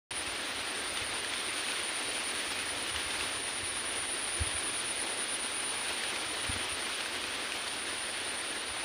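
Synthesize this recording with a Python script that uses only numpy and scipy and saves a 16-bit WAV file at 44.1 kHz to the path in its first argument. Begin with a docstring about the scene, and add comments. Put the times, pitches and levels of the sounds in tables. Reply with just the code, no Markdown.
"""A damp open field: a broad steady hiss of far water and leaves, random spectra with slow swells.
Two crickets chirp near 9.2 and 9.6 kHz, each wing stroke a short falling tone.
Lumpy wind is low noise with gusts; soft wind bumps at the microphone are a low push and a higher thud.
Faint wet ticks (decaying sines with splatter) and dry rustles (bright noise bursts) sound close by."""
import sys
import numpy as np
from scipy import signal
from scipy.fft import rfft, irfft
from scipy.io import wavfile
from scipy.ndimage import uniform_filter1d

SR = 44100
rng = np.random.default_rng(int(sys.argv[2]) if len(sys.argv) > 2 else 0)


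def dump(signal):
    """Clip the signal to [-1, 1] and save it as 16-bit WAV at the path in sys.argv[1]."""
    limited = np.clip(np.atleast_2d(signal).T, -1, 1)
    pcm = np.round(limited * 32767).astype(np.int16)
    wavfile.write(sys.argv[1], SR, pcm)


def volts_from_decibels(level):
    """Turn decibel levels (scalar or array-like) into linear amplitude factors."""
    exponent = np.asarray(level, float) / 20
    return 10 ** exponent


N = 389844


def evened(x):
    """Scales to rms 1."""
    return x / np.sqrt(np.mean(x ** 2) + 1e-20)


def read(points, hz):
    """Reads a spectrum on a log-frequency axis."""
    f, value = np.transpose(points)
    return np.interp(np.log(hz + 1), np.log(f + 1), value)


def add(mix, s, sound):
    """Adds a sound at a time."""
    part = mix[round(s * SR):][:len(sound)]
    part += sound[:len(part)]


def noise(colour, size, patch_db, flicker_db, lift_db=0):
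    """Random short-time spectra with drifting patches and a flicker shared by all bands; rms 1."""
    frames, hz = 4 * N // size + 5, np.fft.rfftfreq(size, 1 / SR)
    real, imag, patches = rng.standard_normal((frames, len(hz), 3)).T
    patches = uniform_filter1d(patches, size=8, axis=0)
    patches = evened(uniform_filter1d(patches, size=12, axis=1))
    flicker = evened(uniform_filter1d(rng.standard_normal(frames), size=3))
    field_db = read(colour, hz)[:, None] + patch_db * patches + flicker_db * flicker + lift_db
    spectra = (real + 1j * imag) * volts_from_decibels(field_db)
    return evened(signal.istft(spectra, nperseg=size, noverlap=size * 3 // 4)[1][:N])


# hiss spectrum: (frequency [Hz], relative density [dB per Hz])
HISS_COLOUR = [(120, -22.5), (200, -7), (330, -0.5), (500, -3), (1200, -3), (1700, -1), (3000, -1),
               (3700, -2), (4650, -6), (4900, -7.5), (7600, -19.5), (8500, -15), (10500, -17),
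               (12700, -32.5), (15500, -22)]
# hiss swell, before the fixed gain: (time [s], level [dB])
HISS_SWELL = [(.12, -38.5), (.6, -38), (1.2, -38), (1.75, -36.5), (2, -38), (2.3, -36.5), (2.7, -37),
              (2.97, -37.5), (3.23, -36.5), (3.4, -39), (4.6, -38.3), (5.7, -38), (5.9, -36.8),
              (6.3, -37.5), (7, -37.6), (7.4, -38), (8, -38.5), (8.84, -39.5)]
TREBLE_LIFT_DB, TREBLE_DB_PER_SWELL_DB = -0.5, 0.7


def hiss():
    """Wide wash; its bass follows the swells only in part, above 6 kHz it swells progressively more."""
    s, level_db = np.transpose(HISS_SWELL)
    hz = np.fft.rfftfreq(1024, 1 / SR)[:, None]
    t = np.arange(4 * N // 1024 + 5) * 256 / SR
    follows = np.clip(0.13 + hz / 2500, 0, 1)
    treble = np.clip(hz / 4000 - 1.5, 0, 1)
    swell_db = np.interp(t, s, level_db - level_db.mean())
    lift_db = follows * swell_db + treble * (TREBLE_LIFT_DB + TREBLE_DB_PER_SWELL_DB * swell_db)
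    wash = noise(HISS_COLOUR, size=1024, patch_db=0.73, flicker_db=0.77, lift_db=lift_db)
    return volts_from_decibels(level_db.mean() + 0.8) * wash


# wind on the microphone, before the fixed gain: (time [s], level [dB])
WIND_GUSTS = [(.12, -53), (.3, -56), (.73, -60), (1, -57), (1.7, -61), (2.3, -60), (2.65, -55), (2.95, -57),
              (3.2, -52), (3.4, -58), (4.2, -60.5), (4.5, -56), (5.05, -62), (5.7, -62), (6.3, -58),
              (6.6, -55), (6.9, -63), (7.3, -60), (7.7, -59), (8.84, -60)]
# wind spectrum: (frequency [Hz], relative density [dB])
WIND_SPECTRUM = [(18, -40), (30, -27), (42, -4), (60, -2), (85, -1), (128, -3.5), (170, -20), (300, -54)]
GUST_DEEP_HZ = 95  # gusts act fully below, about half as much an octave above


def wind():
    """Lumpy low turbulence; gusts are felt most in the deep bass."""
    s, level_db = np.transpose(WIND_GUSTS)
    hz = np.fft.rfftfreq(4096, 1 / SR)[:, None]
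    t = np.arange(4 * N // 4096 + 5) * 1024 / SR
    gust_db = np.interp(t, s, level_db - level_db.mean()) * np.minimum(1, GUST_DEEP_HZ / (hz + 1))
    rumble = noise(WIND_SPECTRUM, size=4096, patch_db=0.1, flicker_db=1.0, lift_db=gust_db)
    return volts_from_decibels(level_db.mean() - 0.65) * rumble


# small wet ticks: (time [s], level of the sine before its envelope [dB], pitch [Hz])
CLEAR_TICKS = [(0.972, -24, 3620), (1.245, -27, 1690), (1.3354, -24.5, 3420), (1.6836, -28, 2590),
               (1.7177, -26.5, 2480), (2.5885, -28, 2570), (2.895, -25.5, 2990), (2.96, -26, 2880),
               (3.1063, -27, 1630), (3.208, -25, 2640), (5.0804, -29, 2650), (6.035, -23.5, 1790),
               (6.1594, -25, 2450), (7.006, -26, 2410), (7.0589, -29, 1610), (7.239, -26, 2520),
               (7.5193, -26, 2530), (7.677, -29, 4500)]
TICK_T60_S, DROP_T60_S, DROPS_PER_S = 0.024, 0.0082, 30  # drops: mean rate per pitch at mean swell


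def ticks():
    """A few cycles with a wet splatter; the clearest are listed, fainter ones fall at random."""
    out, t = np.zeros(N), np.arange(900) / SR
    wet = signal.butter(2, [1400, 4500], "band", fs=SR)
    for (s, db, hz), spray in zip(CLEAR_TICKS, rng.standard_normal((len(CLEAR_TICKS), len(t)))):
        splatter = evened(signal.lfilter(*wet, spray))
        envelope = volts_from_decibels(db - 60 * t / TICK_T60_S) * np.minimum(t / 0.0019, 1)
        add(out, s, envelope * (np.sin(2 * np.pi * hz * t) + 0.73 * splatter))
    s, swell_db = np.transpose(HISS_SWELL)
    busy = volts_from_decibels(3 * (np.interp(np.arange(N) / SR, s, swell_db) - swell_db.mean()))  # more in the swells
    drop_envelope = volts_from_decibels(-60 * t / DROP_T60_S) * np.minimum(t / 0.0012, 1)
    for hz in np.geomspace(1200, 4500, num=8):
        falls = rng.random(N) < DROPS_PER_S * busy / SR
        drops = falls * volts_from_decibels(-42.5 + 3.9 * np.minimum(rng.exponential(1, N), 4))
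        out += signal.oaconvolve(drops, drop_envelope * np.sin(2 * np.pi * hz * t))[:N]
    return out


CHIRPS_PER_ROW = 4
SLIP_S, UNEVEN_DB, UNEVEN_SHARE = .0015, .5, .03  # chirp-to-chirp scatter: start, level, sung share
DRIFT_HZ = 22  # chirp-to-chirp scatter in pitch


def fill_chirps(bouts):
    """Fills in evenly spaced chirps between rows: (start [s], length [s], level [dB])."""
    out = []
    for rows in bouts:
        place = np.arange((len(rows) - 1) * CHIRPS_PER_ROW + 1) / CHIRPS_PER_ROW
        s, db, share = (np.interp(place, np.arange(len(rows)), column) for column in np.transpose(rows))
        slip, loud, long = rng.standard_normal((len(s), 3)).T
        length = np.gradient(s) * np.clip(share + UNEVEN_SHARE * long, .3, 1.1)
        out += zip(s + SLIP_S * slip, length, db + UNEVEN_DB * loud)
    return [chirp for chirp in out if 0 <= chirp[0] < N / SR]


def cricket(chirps, pitch_curve, strokes_per_s, fall_hz, rise_hz, swell_db, wing_hz):
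    """Each wing stroke is a short tone falling in pitch, loudest near the wing resonance."""
    out, lag = np.zeros(N), np.arange(4000) / SR
    # diffuse echoes, perhaps off grass, drawn at random for each chirp
    diffuse = rng.standard_normal((len(chirps), len(lag))) * volts_from_decibels(-60 * lag / 0.24)
    for (s, length, db), chance, echoes in zip(chirps, rng.standard_normal((len(chirps), 24)), diffuse):
        t = np.arange(round(length * SR)) / SR
        turns, along = t * strokes_per_s * (1 + 0.018 * chance[-1]), t / length
        stroke, uneven = turns % 1, chance[turns.astype(int) % 22]
        # strokes widen in pitch, rise and grow through a chirp
        fall = fall_hz * (0.94 + 0.75 * along) * (1 - 2 * stroke)
        off_hz = rise_hz * (along - .5) + fall + 40 * uneven
        pitch_hz = np.interp(s, *np.transpose(pitch_curve)) + DRIFT_HZ * chance[-2] + off_hz
        resonance = np.exp(-(off_hz / wing_hz) ** 2)
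        closing = np.sin(np.pi * np.clip(stroke / 0.92, 0, 1)) * resonance
        carrier = np.sin(2 * np.pi * np.cumsum(pitch_hz) / SR)
        tone = carrier * closing * volts_from_decibels(swell_db * along + 1.3 * uneven)
        chirp = volts_from_decibels(db) * evened(tone) * signal.windows.tukey(len(t), .1)
        add(out, s, chirp)
        add(out, s, volts_from_decibels(-6) * signal.fftconvolve(chirp, echoes / np.linalg.norm(echoes)))
    return out


# every fourth chirp, one list per bout: (time [s], level [dB], sung share of the period [1])
LOW_BOUTS = [
    [(.059, -42.5, 0.68), (.449, -47, 0.81), (.836, -42, 0.79), (1.232, -43.3, 0.77), (1.63, -42.5, 0.84),
     (2.025, -40, 0.79), (2.442, -43, 0.68), (2.865, -45.5, 0.91), (3.298, -43.5, 0.85), (3.707, -44, 1),
     (4.122, -42, .75), (4.535, -43, 0.78), (4.955, -44.5, 0.78), (5.38, -44.5, 0.83), (5.812, -42.5, 0.77),
     (6.245, -42, 0.81), (6.685, -41, 0.72), (7.099, -47.5, 0.8), (7.483, -46.5, 0.74),
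     (7.855, -45.5, 0.95), (8.24, -43.5, 0.79), (8.636, -47, .85), (9.01, -46, .8)],
]
# centre pitch before scatter: (time [s], pitch [Hz])
LOW_PITCH_CURVE = [(0, 9280), (1, 9210), (2.099, 9350), (3, 9230), (4, 9210), (5, 9100), (6.3, 9335),
                   (7.2, 9200), (8.84, 9160)]


def low_cricket():
    """Lower singer: broad wing resonance, deep fall in each stroke."""
    return cricket(fill_chirps(LOW_BOUTS), LOW_PITCH_CURVE, strokes_per_s=140, fall_hz=460,
                   rise_hz=141, swell_db=3.3, wing_hz=1700)


# every fourth chirp, one list per bout: (time [s], level [dB], sung share of the period [1])
HIGH_BOUTS = [
    [(-.298, -42, 0.91), (.142, -40.5, 0.53)],
    [(2.23, -60, 0.65), (2.655, -44.5, 0.73), (3.082, -47.5, 0.94), (3.53, -42.5, 0.73),
     (3.958, -40.5, .74), (4.395, -39, 0.75), (4.845, -38.5, 0.75), (5.275, -39, 0.79), (5.75, -41, .8)],
    [(7.42, -53, 0.87), (7.862, -48, .85), (8.33, -47.5, .78), (8.765, -44.5, 0.69)],
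]
# centre pitch before scatter: (time [s], pitch [Hz])
HIGH_PITCH_CURVE = [(0, 9600), (2.4, 9590), (4, 9630), (5.9, 9570), (7.4, 9630), (8.84, 9580)]


def high_cricket():
    """Higher singer: narrower wing resonance, shallower fall, stronger swell."""
    return cricket(fill_chirps(HIGH_BOUTS), HIGH_PITCH_CURVE, strokes_per_s=141, fall_hz=325,
                   rise_hz=42, swell_db=5.3, wing_hz=520)


# dry rustles: (time [s], level before the high-pass [dB], t60 [s])
RUSTLE_BURSTS = [(.255, -52, .04), (.922, -51, .04), (.939, -44, .07), (1.417, -52, .08), (1.549, -51, .08),
                 (1.737, -51, .06), (2.965, -50, .2), (6.971, -49, .08), (7.05, -53, .15),
                 (7.558, -44, .03)]


def rustles():
    """Short decaying bursts of bright noise."""
    out, t = np.zeros(N), np.arange(SR // 4) / SR
    bright = signal.butter(1, 5000, "high", fs=SR, output="sos")
    for (s, db, t60), grit in zip(RUSTLE_BURSTS, rng.standard_normal((len(RUSTLE_BURSTS), len(t)))):
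        burst = volts_from_decibels(db - 60 * t / t60) * np.minimum(t / .002, 1)
        add(out, s, burst * signal.sosfilt(bright, grit))
    return out


# soft wind bumps at the microphone:
# (centre time [s], push level [dB], push pitch [Hz], push length scale [s], thud level re push [dB])
WIND_BUMPS = [(.28, -46, 71, .04, -20), (0.611, -46, 85, .03, -11), (1.021, -40, 80, 0.026, -10),
              (2.97, -42, 75.8, 0.08, -22), (3.07, -42, 65, .04, -17), (3.635, -38, 90, 0.019, -20),
              (4.418, -23.5, 80, 0.035, -16), (4.474, -37, 90, 0.021, -20), (4.556, -42, 80, 0.055, -18),
              (6.499, -27.5, 80, 0.02, -7.5), (6.533, -39, 90, .03, -14), (6.565, -38, 85, .04, -1),
              (6.733, -46, 80, .06, -20), (8.714, -45, 70, 0.05, -18)]
THUD_HZ = 256


def wind_bumps():
    """A low push of one to a few cycles, swelling and dying away, and a shorter, higher thud."""
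    out, t = np.zeros(N), np.arange(-SR // 10, SR // 10) / SR
    for s, db, hz, length, thud_db in WIND_BUMPS:
        push = np.cos(2 * np.pi * hz * t + 0.53) * (1 + (3 * t / length) ** 2) ** -1.8
        thud = volts_from_decibels(thud_db) * -np.cos(2 * np.pi * THUD_HZ * t) * np.exp(-(t / 0.0062) ** 2)
        add(out, s + t[0], volts_from_decibels(db) * (push + thud))
    return out


def scene():
    """Everything at one microphone."""
    insects = low_cricket() + high_cricket()
    return (hiss() + wind() + ticks() + insects + rustles() + wind_bumps())[None]


def band_limit(x):
    """A steep low-pass at the top of the band."""
    return signal.sosfilt(signal.butter(12, 16650, fs=SR, output="sos"), x)


NOTCH_HZ, NOTCH_WIDTH_HZ, NOTCH_DB = 166, 19.5, -12
BASS_CUT_HZ, EDGE_HZ = 27.6, 15510  # -6 dB point; nothing above the edge
START_S = .1075


def record(dry):
    """A narrow dip where the bass and main paths cross, band limits, a short silence at first."""
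    hz = np.fft.rfftfreq(N, 1 / SR)
    dip = volts_from_decibels(NOTCH_DB * np.exp(-((hz - NOTCH_HZ) / NOTCH_WIDTH_HZ) ** 2))
    bass_cut = 1 / (1 + (BASS_CUT_HZ / (hz + 1)) ** 4)
    treble_edge = np.clip((EDGE_HZ - hz) / 60, 0, 1)
    coloured = irfft(rfft(dry) * dip * bass_cut * treble_edge, N)
    opening = np.clip((np.arange(N) / SR - START_S) / 0.00027, 0, 1)
    return band_limit(coloured * opening)


dry = scene()
out = record(dry)
dump(out)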